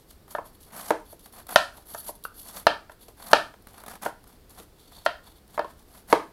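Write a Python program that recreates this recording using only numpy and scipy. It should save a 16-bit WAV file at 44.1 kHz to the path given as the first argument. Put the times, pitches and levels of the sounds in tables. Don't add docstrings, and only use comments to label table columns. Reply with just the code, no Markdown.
import sys
import numpy as np
from scipy import signal
from scipy.fft import rfft, irfft, next_fast_len
from scipy.io import wavfile
from scipy.ndimage import map_coordinates

SR = 44100
rng = np.random.default_rng(int(sys.argv[2]) if len(sys.argv) > 2 else 0)


def int16_out(signal):
    q = np.round(np.clip(np.atleast_2d(signal).T, -1, 1) * 32767)
    wavfile.write(sys.argv[1], SR, q.astype(np.int16))


N = 278800

# f/Hz, level/dB
CRUNCH_SPECTRUM = [(120, -33.5), (200, -7.5), (365, -24.5), (688, -9.5), (762, -11.5), (955, -11.5),
                   (1070, -12.5), (1720, -18.5), (3000, -30), (3900, -56.5), (6600, -120)]


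def amp(db):
    return 10 ** (np.asarray(db) / 20)


def unit_rms(x):
    return x / np.sqrt(np.mean(x ** 2) + 1e-20)


def unit_peak(x):
    return x / np.abs(x).max()


def curve_at(points, hz):
    freqs, values = np.transpose(points)
    return np.interp(np.log(hz + 1), np.log(freqs + 1), values)


def filtered(x, response):
    size = next_fast_len(len(x) + 8192)
    return irfft(rfft(x, size) * response(np.fft.rfftfreq(size, 1 / SR)), size)[:len(x)]


def coloured(x, spectrum):
    return unit_rms(filtered(x, lambda hz: amp(curve_at(spectrum, hz))))


def resonance(f, centre, width):
    return 1j * f * width / (centre ** 2 - f ** 2 + 1j * f * width)


def wobble(rate):
    return map_coordinates(rng.standard_normal(int(N * rate / SR) + 4), [np.arange(N) * rate / SR])


def crackle(spread_db, clump_db, rate):
    size = np.minimum(rng.exponential(size=N), 5)
    return rng.standard_normal(N) * amp(spread_db * size + clump_db * wobble(rate))


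def ringing(modes, t):
    hz, db, decay_s = np.transpose(modes)[:3, :, None]
    signs = (-1) ** np.arange(len(hz))[:, None]
    return signs * amp(db - 60 * t / decay_s) * np.sin(2 * np.pi * hz * t)


def add(track, start_s, sound):
    part = track[round(start_s * SR):][:len(sound)]
    part += sound[:len(part)]


def room_tone():
    # f/Hz, level/dB
    air_spectrum = [(12, -63), (20, 1.5), (69, -0.5), (131, -8.5), (450, -10.5), (518, -14.5), (907, -20),
                    (2630, -29), (4490, -27.5), (6460, -33.5), (11600, -30.5), (15000, -31), (16300, -39)]
    return amp(-55.5 + 0.27 * wobble(13.0)) * coloured(rng.standard_normal(N), air_spectrum)


def stroke_gains():
    # strongest at t/s, rise/s, fall/s, scrape/dB, crunch/dB, blade/dB, tearing/dB
    strokes = [(.005, .03, .06, -75, -75, -74, -70.5), (.115, .07, .06, -64, -77, -69.5, -65.5),
               (.325, .06, 0.077, -51, -53.5, -64, -58), (.465, .03, .06, -55, -62, -72, -64.5),
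               (.55, .03, .03, -59, -82, -67.5, -71), (.62, .025, 0.13, -57, -68.5, -66.5, -62.5),
               (.69, .045, 0.093, -67, -54.5, -66, -67), (0.773, .07, .15, -44.5, -42, -63, -51),
               (0.892, .07, .04, -46.5, -43.5, -64, -50.5), (1.121, .09, 0.044, -51.5, -61.5, -62.5, -65),
               (1.2, .015, 0.094, -60.5, -73, -66, -67), (1.261, .05, .06, -53.5, -64, -65.5, -65),
               (1.335, .02, .05, -53, -58, -68, -63.5), (1.394, .07, 0.054, -52.5, -48.5, -60.5, -59),
               (1.519, .045, 0.091, -39.5, -37.5, -50.5, -49.5),
               (1.765, .05, .1, -56.5, -57.5, -68.5, -65.5), (1.937, .11, .03, -44.5, -52, -59, -56.5),
               (2.0, .07, .035, -40.5, -68, -57, -54.5), (2.095, .09, 0.029, -38.5, -48, -60, -52),
               (2.157, .012, .02, -51.5, -66, -60.5, -72), (2.247, .012, 0.042, -43.5, -72, -71, -57.5),
               (2.395, .07, 0.11, -45.5, -58.5, -59.5, -56), (2.495, .08, 0.062, -48, -50.5, -61, -54.5),
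               (2.564, .05, 0.092, -44.5, -45.5, -57, -51), (2.921, .03, .04, -59.5, -58.5, -69.5, -70),
               (3.029, .05, 0.082, -56.5, -65.5, -66.5, -66.5), (3.09, .02, 0.055, -59, -58, -70, -68),
               (3.271, .13, 0.1, -48, -44.5, -55.5, -54.5), (3.32, .03, .02, -44.5, -38, -55.5, -47.5),
               (3.69, .025, 0.058, -63.5, -60, -65, -65.5), (3.8, .15, 0.093, -60, -53, -66.5, -66),
               (3.9, .05, 0.1, -54, -44.5, -58, -53.5), (4.039, .03, 0.087, -49, -38, -56, -51),
               (4.284, .03, .12, -63.5, -59.5, -68.5, -67), (4.51, .025, .08, -57.5, -57, -68, -63),
               (4.595, .06, 0.078, -55.5, -50, -61.5, -57.5), (4.82, .08, 0.16, -73, -68, -63, -66.5),
               (4.98, .13, 0.096, -64, -59.5, -57, -62), (5.056, .01, .02, -49.5, -50, -60, -50.5),
               (5.27, .05, .12, -64, -59.5, -63, -67), (5.375, .03, .03, -64, -68.5, -61, -68),
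               (5.557, .09, 0.048, -62, -55, -63, -61.5), (5.71, .12, .03, -73, -58, -66, -65.5),
               (5.799, .04, 0.046, -75, -63.5, -74, -63.5), (5.97, .12, 0.08, -57, -55, -66.5, -60.5),
               (6.115, .05, 0.06, -44.5, -42, -53, -50)]
    power, t = np.zeros((4, N)), np.arange(N) / SR
    for top_s, rise_s, fall_s, *levels_db in strokes:
        away = np.where(t < top_s, (top_s - t) / rise_s, (t - top_s) / fall_s)
        moving = away < 0.82
        swell = amp(-20.5 * away[moving] ** 1.3)
        start_stop = np.minimum((0.82 - away[moving]) / 0.07, 1)
        power[:, moving] += (amp(levels_db)[:, None] * swell * start_stop) ** 2
    return np.sqrt(power)


def slicing():
    # f/Hz, level/dB
    scrape_spectrum = [(7000, -46), (9000, -17.5), (10300, -4), (11400, -2), (12600, -5), (13800, -14.5),
                       (16000, -30.5)]
    # f/Hz, level/dB
    tear_spectrum = [(1470, -36.5), (2500, -25), (2900, -12), (3640, -12.5), (7270, -12), (11400, -8),
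                     (15200, -16.5), (16300, -25)]
    # f/Hz, width/Hz, level/dB
    blade_notes = [(3460, 200, -1.5), (4427, 130, 0.5)]

    def steel(f):
        return sum((-1) ** k * amp(db) * resonance(f, hz, width)
                   for k, (hz, width, db) in enumerate(blade_notes))

    scrape, crunch, blade, tearing = stroke_gains()
    jerk = 0.32 * wobble(50) + 2.8 * wobble(150)
    rasp = filtered(crackle(2.0, 2.5, rate=35), lambda f: resonance(f, centre=4480, width=300) ** 2)
    sliding = coloured(crackle(1.5, 0.93, rate=250), scrape_spectrum)
    scrape *= amp(0.37 * jerk) * (sliding + amp(-15) * unit_rms(rasp))
    tearing *= amp(5.5 + 1.2 * jerk) * coloured(crackle(4.4, 0.73, rate=610), tear_spectrum)
    crunch *= amp(0.8 * jerk) * coloured(crackle(2, 2.5, rate=140), CRUNCH_SPECTRUM)
    blade *= amp(1.6 * jerk) * unit_rms(filtered(crackle(3.5, 1.5, rate=80), steel))
    return scrape + tearing + crunch + blade


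def kitchen_echo(x, build_s):
    # f/Hz, level/dB
    wall_spectrum = [(100, -3), (500, -4), (1500, -1.5), (4500, 0), (6500, -2.5), (9000, -1.5), (12000, -7),
                     (15000, -16)]
    # f/Hz, decay/s
    decays = [(200, 0.37), (530, 0.25), (1400, 0.29), (3700, 0.27), (9700, 0.36)]
    hz, t, noise = signal.stft(rng.standard_normal(SR // 2), SR, nperseg=256)
    fade_db = curve_at(wall_spectrum, hz)[:, None] - 60 * t / curve_at(decays, hz)[:, None]
    tail = signal.istft(noise * amp(fade_db), SR, nperseg=256)[1]
    tail *= 1 - np.exp(-np.arange(len(tail)) / SR / build_s)
    return signal.fftconvolve(x, tail / np.linalg.norm(tail))


def rib_snaps():
    # t/s, level/dB, thump compared with spit/dB
    snaps = [(0.1084, -32, -8), (0.2798, -37.5, 0.5), (0.2977, -38.5, -27), (0.4579, -37.5, -9),
             (0.61, -38, -30), (0.722, -37.5, 0), (0.7755, -26, -7.5), (0.999, -39.5, -25),
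             (1.054, -40.5, -25), (1.1933, -32.5, -25), (1.2593, -28, -5.5), (1.3248, -31.5, -23),
             (1.345, -35.5, -9.5), (1.36, -33, -8), (1.4, -30, -11.5), (1.4678, -24.5, -11.5),
             (1.491, -16, -5), (1.823, -38, -26), (1.8701, -31.5, -40), (2.0067, -26.5, -29),
             (2.0747, -27, -22), (2.1525, -32.5, -19.5), (2.226, -41.5, -30), (2.2381, -18.5, -29),
             (3.622, -39.5, -29.5), (3.6703, -26.5, -4), (3.7324, -34.5, -22), (3.7796, -29.5, 0),
             (3.8009, -31.5, -10), (3.8164, -34.5, -3), (3.8363, -27.5, -1), (3.8622, -23, -5),
             (3.881, -23.5, -1), (3.9125, -27, 0), (3.935, -31, 1.5), (3.9536, -28.5, -1),
             (4.0205, -21.5, -26), (4.232, -41, -16.5), (4.24, -34.5, -7.5), (4.2752, -32, -20),
             (4.4942, -33.5, -17), (4.9187, -38, 2), (5.17, -44.5, -30.5), (5.24, -41.5, -30.5),
             (5.478, -37, -29.5), (5.505, -40, -20), (5.735, -42, -30), (5.9534, -37, 1.5),
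             (6.1015, -25.5, 0.5)]
    # f/Hz, level/dB
    spit_spectrum = [(2000, -28.5), (3500, -1), (7000, -10.5), (11000, 2.5), (14000, -6), (16000, -6)]
    spit_s, thump_decay_s = 0.0044, 0.05
    spit_gain, thump_gain, t = np.zeros(N), np.zeros(N), np.arange(SR // 8) / SR
    for start_s, db, thump_db in snaps:
        onset = amp(db) * (1 - np.exp(-t / 0.0004))
        add(spit_gain, start_s, onset * np.exp(-(t / spit_s) ** 2))
        add(thump_gain, start_s, onset * amp(thump_db - 60 * t / thump_decay_s))
    spit = unit_peak(coloured(crackle(1.4, 0.8, rate=400), spit_spectrum))
    thump = unit_peak(coloured(crackle(1.4, 0.8, rate=400), CRUNCH_SPECTRUM))
    return spit_gain * spit + thump_gain * thump


def edge_push(t, contact_ms):
    roll_ms, ms = 2.255, t * 1000
    tip = np.sin(np.pi * np.clip(ms / contact_ms, 0, 1))
    heel = np.sin(np.pi * np.clip((ms - roll_ms) / contact_ms, 0, 1))
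    return (tip + 0.42 * heel) / tip.sum()


def edge_crack(x, crack_db, treble_db):
    # f/Hz, level/dB
    crack_spectrum = [(1500, -13.5), (2500, -3), (3100, -3), (4400, -5), (5200, -10), (7000, -37.5)]
    # f/Hz, level/dB
    treble_spectrum = [(4000, -31), (6000, -1.5), (8000, -5), (11000, -3.5), (13500, -7), (16000, -15.5)]
    return amp(crack_db) * coloured(x, crack_spectrum) + amp(treble_db) * coloured(x, treble_spectrum)


def chops():
    # thud/dB, high notes/dB, crack/dB, crack treble/dB
    landings = [(0.35, -17, 0.39, 0.33, -36, 0, -24, -35.5),
                (0.384, -18.5, 0.31, 0.05, -11.5, -4.5, -34, -41),
                (0.388, -22.5, 0.13, 0.39, -26, -29, -41, -34), (0.906, -6, 0.34, 0.2, -7, -2, -21.5, -24),
                (1.128, -35, 0.34, 0.34, -5.5, -16, -28, -11), (1.559, 3, 0.42, 0.38, -41, 0.5, -9.5, -20),
                (1.78, -39, 0.25, 0.1, -11, -10, -19, -14), (1.947, -25, 0.45, 0.32, -17, 0, -18, -10.5),
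                (2.09, -23.5, 0.2, 0.19, -13.5, -31, -28.5, -14),
                (2.668, -0.5, 0.23, 0.32, -21.5, -2.5, -10, -28.5),
                (2.896, -34, 0.32, 0.26, -20, 1, -20, -21.5),
                (3.083, -40.5, 0.33, 0.4, -2.5, -14, -11.5, -7.5),
                (3.332, 2.5, 0.29, 0.33, -16.5, 0, -9, -21.5),
                (3.539, -39, 0.1, 0.27, -25.5, -4, -15, -18.5), (4.024, -36, 0.33, 0.24, -18, -12, -16, -3),
                (4.061, -13, 0.29, 0.25, -12.5, -5, -23.5, -28),
                (4.599, -41.5, 0.6, 0.5, 2.5, -3, -4.5, -5),
                (5.062, -6.5, 0.23, 0.38, -22, -1.5, -12, -29.5),
                (5.578, -14.5, 0.28, 0.06, -20, 0.5, -36, -34),
                (5.593, -11, 0.36, 0.31, -13, -5, -21.5, -34.5),
                (5.645, -23.5, 0.36, 0.03, -11, -29, -22, -37),
                (6.127, 0.5, 0.27, 0.06, -6, 1, -18.5, -24.5)]
    # f/Hz, level/dB, decay/s, half waves along the board
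    board_modes = [(585.3, 2, 0.037, 0.99), (674.3, 7, 0.038, 0.8), (791, -13, 0.088, 2.2),
                   (940, -1, 0.022, 2.3), (1077, -7.5, 0.059, 9), (1182, 2, 0.0083, 8),
                   (1377, -1.5, 0.013, 1.7), (1550, 0, 0.015, 2.15), (1809, -7.5, 0.025, 0.58),
                   (1980, -8, 0.023, 3.1), (2720, -15, 0.0096, 0.56), (3150, -13.5, 0.018, 1.1),
                   (3200, -24, 0.018, 2.3), (4780, -17.5, 0.013, 0.34)]
    # f/Hz, level/dB, decay/s
    worktop_modes = [(191, -5.5, 0.027), (319, -7, 0.081), (409, 0, 0.016), (498, -4, 0.04),
                     (455, -13, 0.05)]
    out, t = np.zeros(N), np.arange(SR // 8) / SR
    hz, _, _, half_waves = np.transpose(board_modes)
    board, is_high = ringing(board_modes, t), hz > 1150
    thud = unit_peak(ringing(worktop_modes, t).sum(0))
    spike = signal.unit_impulse(len(t), 60)
    crack_fade = amp(-60 * t / 0.017) * (1 - np.exp(-t / 0.0003))
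    for start_s, db, contact_ms, place, thud_db, high_db, crack_db, treble_db in landings:
        share = 0.1 + np.abs(np.sin(np.pi * half_waves * place))
        low_notes = unit_peak((share * ~is_high) @ board)
        high_notes = unit_peak((share * is_high) @ board)
        ring = low_notes + amp(high_db) * high_notes + amp(thud_db) * thud
        knock = np.convolve(ring, edge_push(t[:400], contact_ms))[:len(t)]
        knock = filtered(knock, lambda f: (1j * f / (200 + 1j * f)) ** 2)
        crack = crack_fade * edge_crack(rng.standard_normal(len(t)), crack_db, treble_db)
        add(out, start_s, amp(db) * (knock + crack))
        click = edge_crack(spike, crack_db, treble_db) * np.sqrt(np.mean(crack_fade ** 2))
        add(out, start_s, amp(db - 9) * kitchen_echo(knock + click, build_s=0.0016))
    return out


def tip_clink():
    # t/s, level/dB
    clinks = [(2.2519, -21)]
    # f/Hz, level/dB, decay/s
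    tip_modes = [(470, -14, .025), (1240, 1, 0.011), (1470, -1, .016), (2770, -19, .02),
                 (4440, -24.5, 0.022)]
    out, t = np.zeros(N), np.arange(SR // 8) / SR
    ring = unit_peak(ringing(tip_modes, t).sum(0))
    for start_s, db in clinks:
        add(out, start_s, amp(db) * ring)
        add(out, start_s, amp(db - 11) * kitchen_echo(ring, build_s=0.0015))
    return out


def scene():
    leaves = rib_snaps() + slicing()
    knife_hits = chops() + tip_clink()
    leaf_echo = amp(-14.5) * kitchen_echo(leaves, build_s=0.002)[:N]
    return (leaves + knife_hits + leaf_echo + room_tone())[None]


def record(dry):
    ceiling, hardness, top_hz = 0.97, 12, 15900
    clipped = dry[0] / (1 + np.abs(dry[0] / ceiling) ** hardness) ** (1 / hardness)
    return filtered(clipped, lambda hz: hz < top_hz)[None]


dry = scene()
out = record(dry)
int16_out(out)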